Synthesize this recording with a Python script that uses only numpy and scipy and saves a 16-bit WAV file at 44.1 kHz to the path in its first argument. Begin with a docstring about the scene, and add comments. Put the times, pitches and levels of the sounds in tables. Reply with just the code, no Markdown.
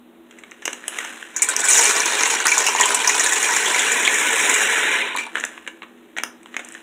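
"""In a small kitchen, dried beans pour from a plastic bag into an empty steel pot, close to the microphone.
The bag crackles as it is tipped and lifted away: short filtered noise bursts, one for each crease.
Beans ping on the bare steel and set the pot ringing (noise bursts plus fading tones), then patter more
dully on the growing heap. A fan hums behind: filtered noise and wavering tones."""
import sys
import numpy as np
from scipy import signal
from scipy.io import wavfile
from scipy.ndimage import uniform_filter1d

SR = 44100
rng = np.random.default_rng(int(sys.argv[2]) if len(sys.argv) > 2 else 0)


def digitize_waveform(pressure):
    """Quantize a signal to 16-bit integers and store it at the path in sys.argv[1].

    Rows of a 2-D input are taken as channels; values are limited to [-1, 1].
    """
    field = np.atleast_2d(pressure).T
    bounded = np.clip(field, -1, 1)
    quanta = np.round(bounded * 32767).astype(np.int16)
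    wavfile.write(sys.argv[1], SR, quanta)


N = 300762  # length in samples, about 6.8 s

# t60 is the time to fade by 60 dB. Levels are relative: the functions below trim them further.
# Soft air noise of the kitchen: [f/Hz, level/dB per Hz]
AIR_SPECTRUM = [(20, -57.5), (64, -27), (123, -37), (208, -13.5), (243, -15.5), (275, -18.5), (332, -4),
                (375, -17), (700, -21.5), (1870, -30), (3880, -33.5), (4660, -57), (7000, -44.5),
                (15500, -43)]
AIR_DB = -46.5  # before the trim in fan()
# Tones of the fan: [f/Hz, level/dB]
FAN_TONES = [(241.5, -53), (333.5, -54.5), (414, -60.5)]
# How long the kitchen echoes at each pitch: [f/Hz, t60/s]
ROOM_DECAY = [(200, 0.73), (2000, 0.27), (7000, 0.24), (15000, 0.23)]
# The bag flexes as it is tipped, emptied and lifted; a negative fall means the level goes on creeping up:
# [peak t/s, body level/dB, treble level/dB, rise/dB per s, fall/dB per s]
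BAG_FLEXES = [(.33, -49, -61.5, 156, 1), (.7, -35, -43.5, 185, 67), (.99, -27, -36.5, 87, 43.5),
              (5.39, -32.5, -44.5, 133.5, 52), (6.608, -42, -53.5, 55, -1)]
# The loudest creases of the bag snapping:
# [t/s, body level/dB, crack level/dB, body f/Hz, crack f/Hz, t60/s]
BAG_SNAPS = [(0.31, -45, -49, 3500, 7280, 0.026), (0.386, -42.5, -46, 2070, 7800, 0.062),
             (.436, -37.5, -50, 2300, 7700, 0.02), (0.512, -49, -42, 2590, 6500, 0.02),
             (0.5173, -37, -55, 1800, 8200, 0.011), (0.6206, -39, -46, 1800, 6370, 0.075),
             (0.6541, -25, -20.5, 2750, 5700, 0.033), (0.678, -21, -27, 1820, 5700, 0.014),
             (0.7305, -30, -27.5, 2690, 6700, 0.018), (.84, -36, -55, 1760, 7200, 0.009),
             (0.8806, -26.5, -20, 2840, 9900, 0.018), (0.986, -23.5, -26.5, 2000, 6600, 0.023),
             (1.0484, -31, -33, 880, 6370, 0.022), (1.2265, -30, -44, 1660, 7000, 0.012),
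             (1.5643, -29.5, -13, 1790, 5900, 0.018), (5.163, -42, -30, 3700, 12500, 0.015),
             (5.172, -25.5, -29, 1770, 7250, 0.02), (5.3495, -37, -48, 1500, 7500, .015),
             (5.3546, -18, -35.5, 1900, 8400, 0.022), (5.368, -22, -40, 1620, 7500, 0.058),
             (5.3815, -27.5, -37, 1740, 6800, 0.037), (5.3989, -33, -28.5, 1870, 6750, 0.031),
             (5.408, -32, -36, 1960, 6460, 0.022), (5.4381, -19, -32, 1740, 7000, 0.022),
             (5.4505, -39, -24, 1590, 6700, 0.014), (5.5781, -34.5, -59, 1290, 7040, 0.0086),
             (5.665, -37, -59, 1840, 7300, .014), (5.6755, -26, -37, 1710, 7300, 0.034),
             (5.82, -34, -61, 2080, 7320, 0.024), (5.829, -35.5, -55, 1100, 7900, 0.057),
             (6.1661, -28.5, -48, 1770, 5790, 0.022), (6.1726, -29, -36, 1820, 5830, 0.047),
             (6.1843, -22, -32, 2150, 6440, 0.0092), (6.1982, -31, -51, 2110, 5800, 0.025),
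             (6.2352, -21.5, -22.5, 1970, 5360, 0.012), (6.4315, -52, -49.5, 2350, 8700, 0.0066),
             (6.459, -40.5, -54, 950, 7560, 0.0076), (6.542, -32, -48, 2110, 6440, 0.033),
             (6.566, -21.5, -30, 2320, 6000, 0.019), (6.5929, -30, -41, 1550, 7760, 0.055),
             (6.6482, -56, -36, 1570, 7470, 0.015), (6.6866, -50, -37.5, 1590, 7700, 0.018),
             (6.722, -48, -37, 2520, 8050, 0.018), (6.742, -48, -41, 2000, 6650, .012),
             (6.7495, -33.5, -45, 1820, 7700, 0.021)]
# Sound colour of the bag's film: [f/Hz, level/dB per Hz]
FILM_BODY = [(130, -24), (250, -1), (450, 2), (750, 1.5), (1900, 6.5), (3000, 4.5), (4000, -4),
             (4600, -30.5), (6000, -56)]
# Sound colour of the bag's bright crack: [f/Hz, level/dB per Hz]
FILM_CRACK = [(4000, -55), (4900, -16.5), (5900, -6), (7200, -2), (9500, -7.5), (11500, -16),
              (15300, -19.5)]
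# Ways the pot rings (its modes), before the beans damp and detune them: [f/Hz, level/dB, t60/s]
POT_MODES = [(416.5, -8, 0.61), (463.4, -6, 0.55), (798, -3, 0.095), (878, 3, 0.12), (983, 8.5, 0.13),
             (1067, 7, 0.095), (1474, 3.5, 0.32), (1548, 4, 0.19), (1747, 10, 0.096), (1903, 11.5, 0.094),
             (2360, 11, 0.16), (2860, 3.5, 0.17), (5795, 10, 0.099), (6000, 5.5, 0.3), (6860, 11.5, 0.098),
             (6900, 17.5, 0.1), (7800, 14.5, 0.089), (8490, 10, 0.12)]
# Sound colour of a bean on steel: [f/Hz, level/dB per Hz]
STEEL_KNOCK = [(40, -31), (75, -26), (125, -36.5), (200, -14.5), (400, 4.5), (610, -3.5), (900, 4.5),
               (1200, 1), (1600, 0.5), (2400, 3), (3200, -1), (4000, 0.5), (4700, -8.5), (6000, -48)]
# Sound colour of a bean on the heap: [f/Hz, level/dB per Hz]
HEAP_KNOCK = [(40, -41), (120, -27.5), (200, -11), (420, 1.5), (620, -5), (980, -5.5), (1250, -2),
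              (1650, 7.5), (2350, 6.5), (2700, 1.5), (3400, -1), (3950, -1.5), (4450, -26), (5200, -50)]
# Sound colour of a bean's bright ping: [f/Hz, level/dB per Hz]
BEAN_PING = [(3000, -71), (4700, -11), (5500, 1), (6300, 4), (7100, 5), (8400, -0.5), (9400, -0.5),
             (10300, 1.5), (11500, -8), (13500, -11), (15300, -9)]
# Beans that hit the pot hard, from dead clacks to ringing pings:
# [t/s, body level/dB, ping level/dB, body f/Hz, ping f/Hz, ping t60/s]
HARD_HITS = [(1.363, -32, -15, 1640, 6700, 0.041), (1.4198, -22.5, -7.5, 2240, 8060, 0.049),
             (1.4866, -22, -13.5, 1480, 8200, 0.06), (1.59, -35, -21, 1530, 7760, 0.063),
             (1.6037, -39, -15, 1440, 7800, 0.023), (1.6295, -27, -31, 1530, 6910, 0.03),
             (1.64, -22.5, -17.5, 1590, 7700, 0.11), (1.6845, -22.5, -12, 2320, 8240, 0.099),
             (1.7077, -33, -11, 2320, 6500, 0.077), (1.7302, -28, -8, 2280, 6700, .032),
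             (1.7528, -25.5, -14, 3740, 6650, 0.032), (1.7746, -23.5, -10, 2200, 6640, 0.076),
             (1.8527, -24, -15.5, 2430, 6030, 0.069), (1.91, -21, -17, 1480, 6600, 0.0086),
             (2.003, -32, -13, 2410, 5900, 0.016), (2.0575, -44, -13.5, 2330, 6060, 0.019),
             (2.234, -20, -11.5, 2070, 6260, 0.0092), (2.4019, -23, -18.5, 1640, 6440, 0.015),
             (2.4538, -16, -18, 1490, 8600, 0.04), (2.468, -24, -10.5, 1900, 4800, 0.011),
             (2.481, -19, -15.5, 2450, 6220, 0.052), (2.5166, -14, -16, 2370, 6400, 0.056),
             (2.572, -21.5, -28, 990, 7380, 0.016), (2.5795, -27, -9.5, 1390, 6800, 0.021),
             (2.587, -37, -15, 2260, 7100, 0.013), (2.665, -18.5, -13, 2700, 5200, 0.034),
             (2.6854, -23, -19.5, 990, 8050, 0.0075), (2.7498, -20.5, -23, 870, 6960, 0.0064),
             (2.786, -24, -42, 2880, 6930, 0.019), (2.801, -17, -40, 980, 7000, 0.087),
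             (2.8091, -16.5, -8, 1970, 7040, 0.035), (2.8317, -18, -36, 3170, 7400, 0.055),
             (2.8562, -21, -12, 1070, 7250, 0.03), (2.9062, -22, -20, 1420, 9900, 0.01),
             (2.9453, -26, -10.5, 1010, 8440, 0.031), (3.0452, -21.5, -20, 1840, 6120, 0.02),
             (3.074, -23, -9, 910, 5650, 0.04), (3.0945, -18, -13, 2170, 6500, 0.03),
             (3.195, -21.5, -11.5, 1810, 6600, 0.04), (3.2613, -20, -15, 1710, 6860, 0.039),
             (3.3215, -20.5, -17.5, 1800, 7060, 0.1), (3.4272, -31, -14.5, 1930, 7050, .025),
             (3.5645, -23.5, -13.5, 1690, 7150, 0.019), (3.657, -23, -19, 3320, 6800, 0.034),
             (3.6932, -25.5, -32, 3340, 7000, .02), (3.7444, -19, -19.5, 2120, 6040, 0.028),
             (3.7921, -21, -17.5, 3320, 7150, 0.067), (3.867, -22, -25, 2780, 7190, 0.018),
             (3.9168, -30, -17, 1830, 7060, 0.062), (4.0482, -19, -19, 3290, 7710, 0.046),
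             (4.0767, -14.5, -25, 2250, 7250, 0.004), (4.142, -45, -18.5, 1480, 7150, 0.028),
             (4.495, -20, -13.5, 2240, 7260, 0.032), (4.54, -28, -13, 2820, 7500, 0.045),
             (5.1509, -24.5, -60, 1090, 7750, .06), (5.163, -30.5, -37, 3800, 9700, 0.03),
             (5.1838, -21.5, -30, 2350, 7700, 0.056), (5.2298, -33.5, -44, 2400, 7400, 0.027),
             (5.265, -34, -38, 920, 8600, 0.018)]
# The stream of beans swells, runs steadily and dries up: [t/s, clatter level/dB, ping level/dB]
BEAN_STREAM = [(1.34, -39.5, -48), (1.45, -31, -43.5), (1.66, -25.5, -25), (1.76, -20.5, -14),
               (2.06, -21.5, -25), (2.32, -21.5, -21), (2.44, -26.5, -32), (2.5, -24, -22.5),
               (3.0, -23, -25.5), (3.28, -22.5, -21), (3.9, -20.5, -24.5), (4.58, -18.5, -22),
               (4.98, -19, -32), (5.12, -28, -45.5), (5.24, -35, -39), (5.3, -50, -84)]

# Beans cover a first share of the pot's bottom; later the heap spreads at a steady rate.
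# HEAP_SPREAD_S is the time that rate would need for the whole bottom.
FIRST_COVER, HEAP_START_S, HEAP_SPREAD_S = 0.24, 3.254, 0.99
BODY_LASTS = 2.7  # a hard hit's body lasts this many times as long as its ping
# A hard hit rattles: typical gap, level change per bounce, bounce length against the first ping
REBOUND_S, REBOUND_DB, REBOUND_LASTS = 0.011, -5, 0.57
SPLIT_HZ = 4500  # pot modes below this clang, those above it shimmer
EDGE_HZ = 15600  # upper limit of the sound
TIME = np.arange(N) / SR  # seconds
RING = np.arange(8192) / SR  # seconds since a single blow


def amp(db):
    """Turns decibels into a gain."""
    return 10 ** (np.asarray(db) / 20)


def unit(x, span=None):
    """Scales a sound to an average (rms) level of 1, judged over its first span seconds."""
    part = x if span is None else x[:round(span * SR)]
    return x / np.sqrt(np.mean(part ** 2) + 1e-20)


def read(points, hz):
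    """Reads a table between its points, on a log-frequency axis."""
    f, value = np.transpose(points)
    return np.interp(np.log(hz + 1), np.log(f + 1), value)


def levels(rows):
    """Gain curves from rows of (t/s, level/dB, ...), practically silent outside the rows."""
    s, *columns = np.transpose(rows)
    return [amp(np.interp(TIME, s, db, left=-120, right=-120)) for db in columns]


def add(mix, s, sound):
    """Mixes a sound in at time s."""
    part = mix[round(s * SR):][:len(sound)]
    part += sound[:len(part)]


def colour(x, points, hz=1000, width=1, lift_db=0):
    """Filters a sound to the given spectrum; if lift_db is above 0, a resonance at hz stands out."""
    f = abs(np.fft.fftfreq(2048, 1 / SR))
    bump = 1 / (1 + ((f - hz) / width) ** 2) ** 2 * (lift_db > 0)
    gain = amp(read(points, f)) * np.sqrt(1 + amp(lift_db) ** 2 * bump)
    # minimum phase: the filter answers at once and never ahead of the sound
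    response = np.exp(np.conj(signal.hilbert(np.log(gain))))
    taps = np.fft.ifft(response).real
    return signal.fftconvolve(x, taps)[:len(x)]


def burst(t60, rise=0.00013, contact=0.98, contact_s=0.00028):
    """The brief jolt of contact, then countless close modes dying together, all as noise."""
    shape = amp(-60 * RING / t60) + contact * np.exp(-RING / contact_s)
    return rng.standard_normal(len(RING)) * shape * (1 - np.exp(-RING / rise))


def grains(spectrum, t60, low_hz, high_hz, width_hz, lift_db, count=32):
    """A set of short knocks, each with its own resonance between low_hz and high_hz."""
    pitches = np.linspace(low_hz, high_hz, num=count)
    return [unit(colour(burst(t60), spectrum, hz, width_hz, lift_db)) for hz in pitches]


def impacts(per_s, spread_db):
    """Random blows of uneven size: rows of (t/s, size, place 0-1)."""
    chance, strength, place = rng.random((3, N))
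    hit = chance < per_s / SR
    size = amp(spread_db * np.minimum(-np.log(1 - strength[hit]), 3.2))
    return np.transpose([TIME[hit], size, place[hit]])


def play(blows, sounds, span):
    """Each blow makes the sound of its place; the sum is held near rms 1, averaged over about span s."""
    x = np.zeros(N)
    for s, size, place in blows:
        add(x, s, size * sounds[int(place * len(sounds))])
    width = int(span * SR)
    power = uniform_filter1d(uniform_filter1d(x ** 2, width), width)
    return x / np.sqrt(abs(power) + .01 * np.mean(x ** 2))  # the small extra keeps gaps quiet


def fan(air_db=-5, tones_db=-2, waver=0.79):
    """Soft air noise with a few tones that waver in strength and phase."""
    knots = np.linspace(0, TIME[-1], num=90)
    out = amp(AIR_DB + air_db) * unit(colour(rng.standard_normal(N), AIR_SPECTRUM))
    for hz, db in FAN_TONES:
        wander = rng.standard_normal(len(knots)) + 1j * rng.standard_normal(len(knots))
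        drift = np.interp(TIME, knots, wander)
        tone = ((1 + waver * drift) * np.exp(2j * np.pi * hz * TIME)).real
        out += amp(db + tones_db) * unit(tone)
    return out


def kitchen(x, delay=.005):
    """Echoes from the room blur into a short tail of fading noise, the treble dying first."""
    hz, t, z = signal.stft(rng.standard_normal(SR // 2), SR, nperseg=256)
    fade = amp(-60 * t / read(ROOM_DECAY, hz)[:, None])
    tail = signal.istft(z * fade, SR, nperseg=256)[1]
    tail = np.r_[np.zeros(int(delay * SR)), tail]
    return signal.fftconvolve(x, tail / np.linalg.norm(tail))[:N]


def rustle(body_db=-5.0, treble_db=-3):
    """Many tiny creases give way as each flex of the bag builds up and relaxes."""
    s, low_db, high_db, rise, fall = np.transpose(BAG_FLEXES)[:, :, None]
    below_peak = np.maximum(rise * (s - TIME), fall * (TIME - s))
    # at each moment the strongest flex sets the level
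    body = amp((low_db - below_peak).max(0))
    treble = amp((high_db - below_peak).max(0))
    creases = impacts(per_s=850, spread_db=2.5)
    low = play(creases, grains(FILM_BODY, 0.016, 1550, 1900, 200, 4.5, count=20), 0.14)
    high = play(creases, grains(FILM_CRACK, 0.018, 6000, 10000, 900, 4, count=20), 0.074)
    return amp(body_db) * body * low + amp(treble_db) * treble * high


def snaps(body_db=0.0, crack_db=-2, crack_q=4.8):
    """A crease buckles with a sharp jolt and the film around it rings very briefly, at its own pitch."""
    out = np.zeros(N)
    for s, low_db, high_db, body_hz, crack_hz, t60 in BAG_SNAPS:
        body = colour(burst(t60, 0.00021), FILM_BODY, body_hz, 270, 7.3)
        crack = colour(burst(t60, contact=1.6), FILM_CRACK, crack_hz, crack_hz / crack_q, 10.7)
        body = amp(low_db + body_db) * unit(body, .008)
        crack = amp(high_db + crack_db) * unit(crack, .008)
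        add(out, s, body + crack)
    return out


def pot_modes(rise=0.00047, damping=0.55, detune=0.0241):
    """The pot's modes build up as the blow spreads; beans on the steel damp and slightly detune them."""
    hz, db, t60 = np.transpose(POT_MODES)[:, :, None]
    shape = amp(db - 60 * RING / (t60 * damping)) * (1 - np.exp(-RING / rise))
    loaded_hz = hz * (1 + detune * rng.standard_normal(hz.shape))
    return hz[:, 0], shape * np.exp(2j * np.pi * loaded_hz * RING)


def shifting_modes(count=18):
    """The pot's modes under several different loads of beans, as one long list."""
    loads = [pot_modes() for _ in range(count)]
    return [np.concatenate(part) for part in zip(*loads)]


def ring(waves, weights):
    """The pot struck at one place: each mode gets its own strength and a random phase."""
    turns = np.exp(2j * np.pi * rng.random(len(weights)))
    return unit(((weights * turns)[:, None] * waves).real.sum(0))


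def strikes(body_db=-2, treble_db=-3.5, modes_db=3, ping_modes_db=-4, ringing_t60=0.063, count=3):
    """A hard hit pings and rattles, and the steel sings near the struck pitch; a dead clack barely stirs it."""
    out = np.zeros(N)
    hz, waves = pot_modes(detune=0.0026)
    for s, low_db, high_db, body_hz, ping_hz, t60 in HARD_HITS:
        lively = t60 / ringing_t60  # a longer ping stirs the pot more
        near = (hz < SPLIT_HZ) / (1 + ((hz - body_hz) / 170) ** 2)
        near_ping = (hz > SPLIT_HZ) / (1 + ((hz - ping_hz) / 700) ** 2)
        body = unit(colour(burst(BODY_LASTS * t60, 0.00033), STEEL_KNOCK, body_hz, 210, 18))
        body = body + amp(modes_db) * lively * near.max() * ring(waves, near)

        # the first ping, then its bounces
        lengths = [t60] + [REBOUND_LASTS * t60] * (count - 1)
        hits = [colour(burst(length, length / 95), BEAN_PING, ping_hz, 940, 15.2) for length in lengths]
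        ping, *bounces = (unit(hit, 0.0074) for hit in hits)
        ping = ping + amp(ping_modes_db) * lively * unit(ring(waves, near_ping), 0.0064)
        ping_gain_db = high_db + treble_db
        add(out, s, amp(low_db + body_db) * unit(body, .025) + amp(ping_gain_db) * ping)
        landings = s + np.cumsum(REBOUND_S * (.5 + rng.random(len(bounces))))
        for k, (at, bounce) in enumerate(zip(landings, bounces), 1):
            add(out, at, amp(ping_gain_db + k * REBOUND_DB) * lively * bounce)
    return out


def cover(s):
    """Share of the pot's bottom that lies under beans at time s."""
    return np.clip(FIRST_COVER + np.maximum(s - HEAP_START_S, 0) / HEAP_SPREAD_S, 0, 1)


def thinned(blows, flow, full_db=-21, power=.8):
    """A weaker stream brings fewer beans: below full flow, only a share of the blows happens."""
    share = (np.interp(blows[:, 0], TIME, flow) / amp(full_db)) ** power
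    chance = rng.random(N)[(blows[:, 0] * SR).astype(int)]
    return blows[chance < share]


def knocks(spectrum, t60, low_hz, high_hz, tone_t60, tone_db, count=48):
    """A set of beans landing: a dry tap and one clean dying tone each, from low_hz to high_hz."""
    pitches = np.linspace(low_hz, high_hz, num=count)[:, None]
    tones = np.sin(2 * np.pi * pitches * RING) * amp(-60 * RING / tone_t60)
    return [colour(unit(burst(t60)) + amp(tone_db) * unit(tone), spectrum) for tone in tones]


def pour(clatter_db=-2.0, ping_db=-2.0, modes_db=-6.5, ping_modes_db=-8, heap_modes_db=-5):
    """Beans ring the steel, high and low at once; as the heap grows they knock on each other instead."""
    clatter, ping = levels(BEAN_STREAM)
    bare, soft = np.sqrt(1 - cover(TIME)), np.sqrt(cover(TIME))
    on_steel = thinned(impacts(per_s=450, spread_db=4.0), clatter)
    on_heap = thinned(impacts(per_s=950, spread_db=2.0), clatter)
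    steel = play(on_steel, knocks(STEEL_KNOCK, 0.038, 595.6, 4260, 0.075, -8.5), 0.54)
    pings = play(on_steel, grains(BEAN_PING, 0.026, 4700, 9030, 760, 16.5), 0.56)
    heap = play(on_heap, knocks(HEAP_KNOCK, 0.041, 194, 4096, 0.038, -7), 0.05)
    ticks = play(on_heap, grains(BEAN_PING, 0.024, 6530, 8960, 530, 12.7), 0.15)

    # a bean stirs only the modes that move where it lands, so each mode flares up at its own moments
    hz, waves = shifting_modes()
    clang = play(impacts(per_s=340, spread_db=0.9), waves[hz < SPLIT_HZ].imag, 0.37)
    shimmer = play(impacts(per_s=90, spread_db=3.0), waves[hz > SPLIT_HZ].imag, 0.19)
    low = bare * (steel + amp(modes_db) * clang) + soft * (heap + amp(heap_modes_db) * clang)
    high = bare * pings + soft * ticks + amp(ping_modes_db) * shimmer
    return amp(clatter_db) * clatter * low + amp(ping_db) * ping * high


def scene(pot_room_db=-10, bag_room_db=-9.5):
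    """Pot and bag near the microphone, with the room and the fan around them."""
    pot = pour() + strikes()
    bag = snaps() + rustle()
    room = kitchen(amp(pot_room_db) * pot + amp(bag_room_db) * bag)
    return (pot + bag + room + fan())[None]


def record(dry):
    """Cuts off any peaks beyond full scale, then removes the sound above EDGE_HZ."""
    low_pass = signal.firwin(511, EDGE_HZ, window=("kaiser", 9), fs=SR)[None]
    return signal.oaconvolve(np.clip(dry, -1, 1), low_pass, "same")


dry = scene()
out = record(dry)
digitize_waveform(out)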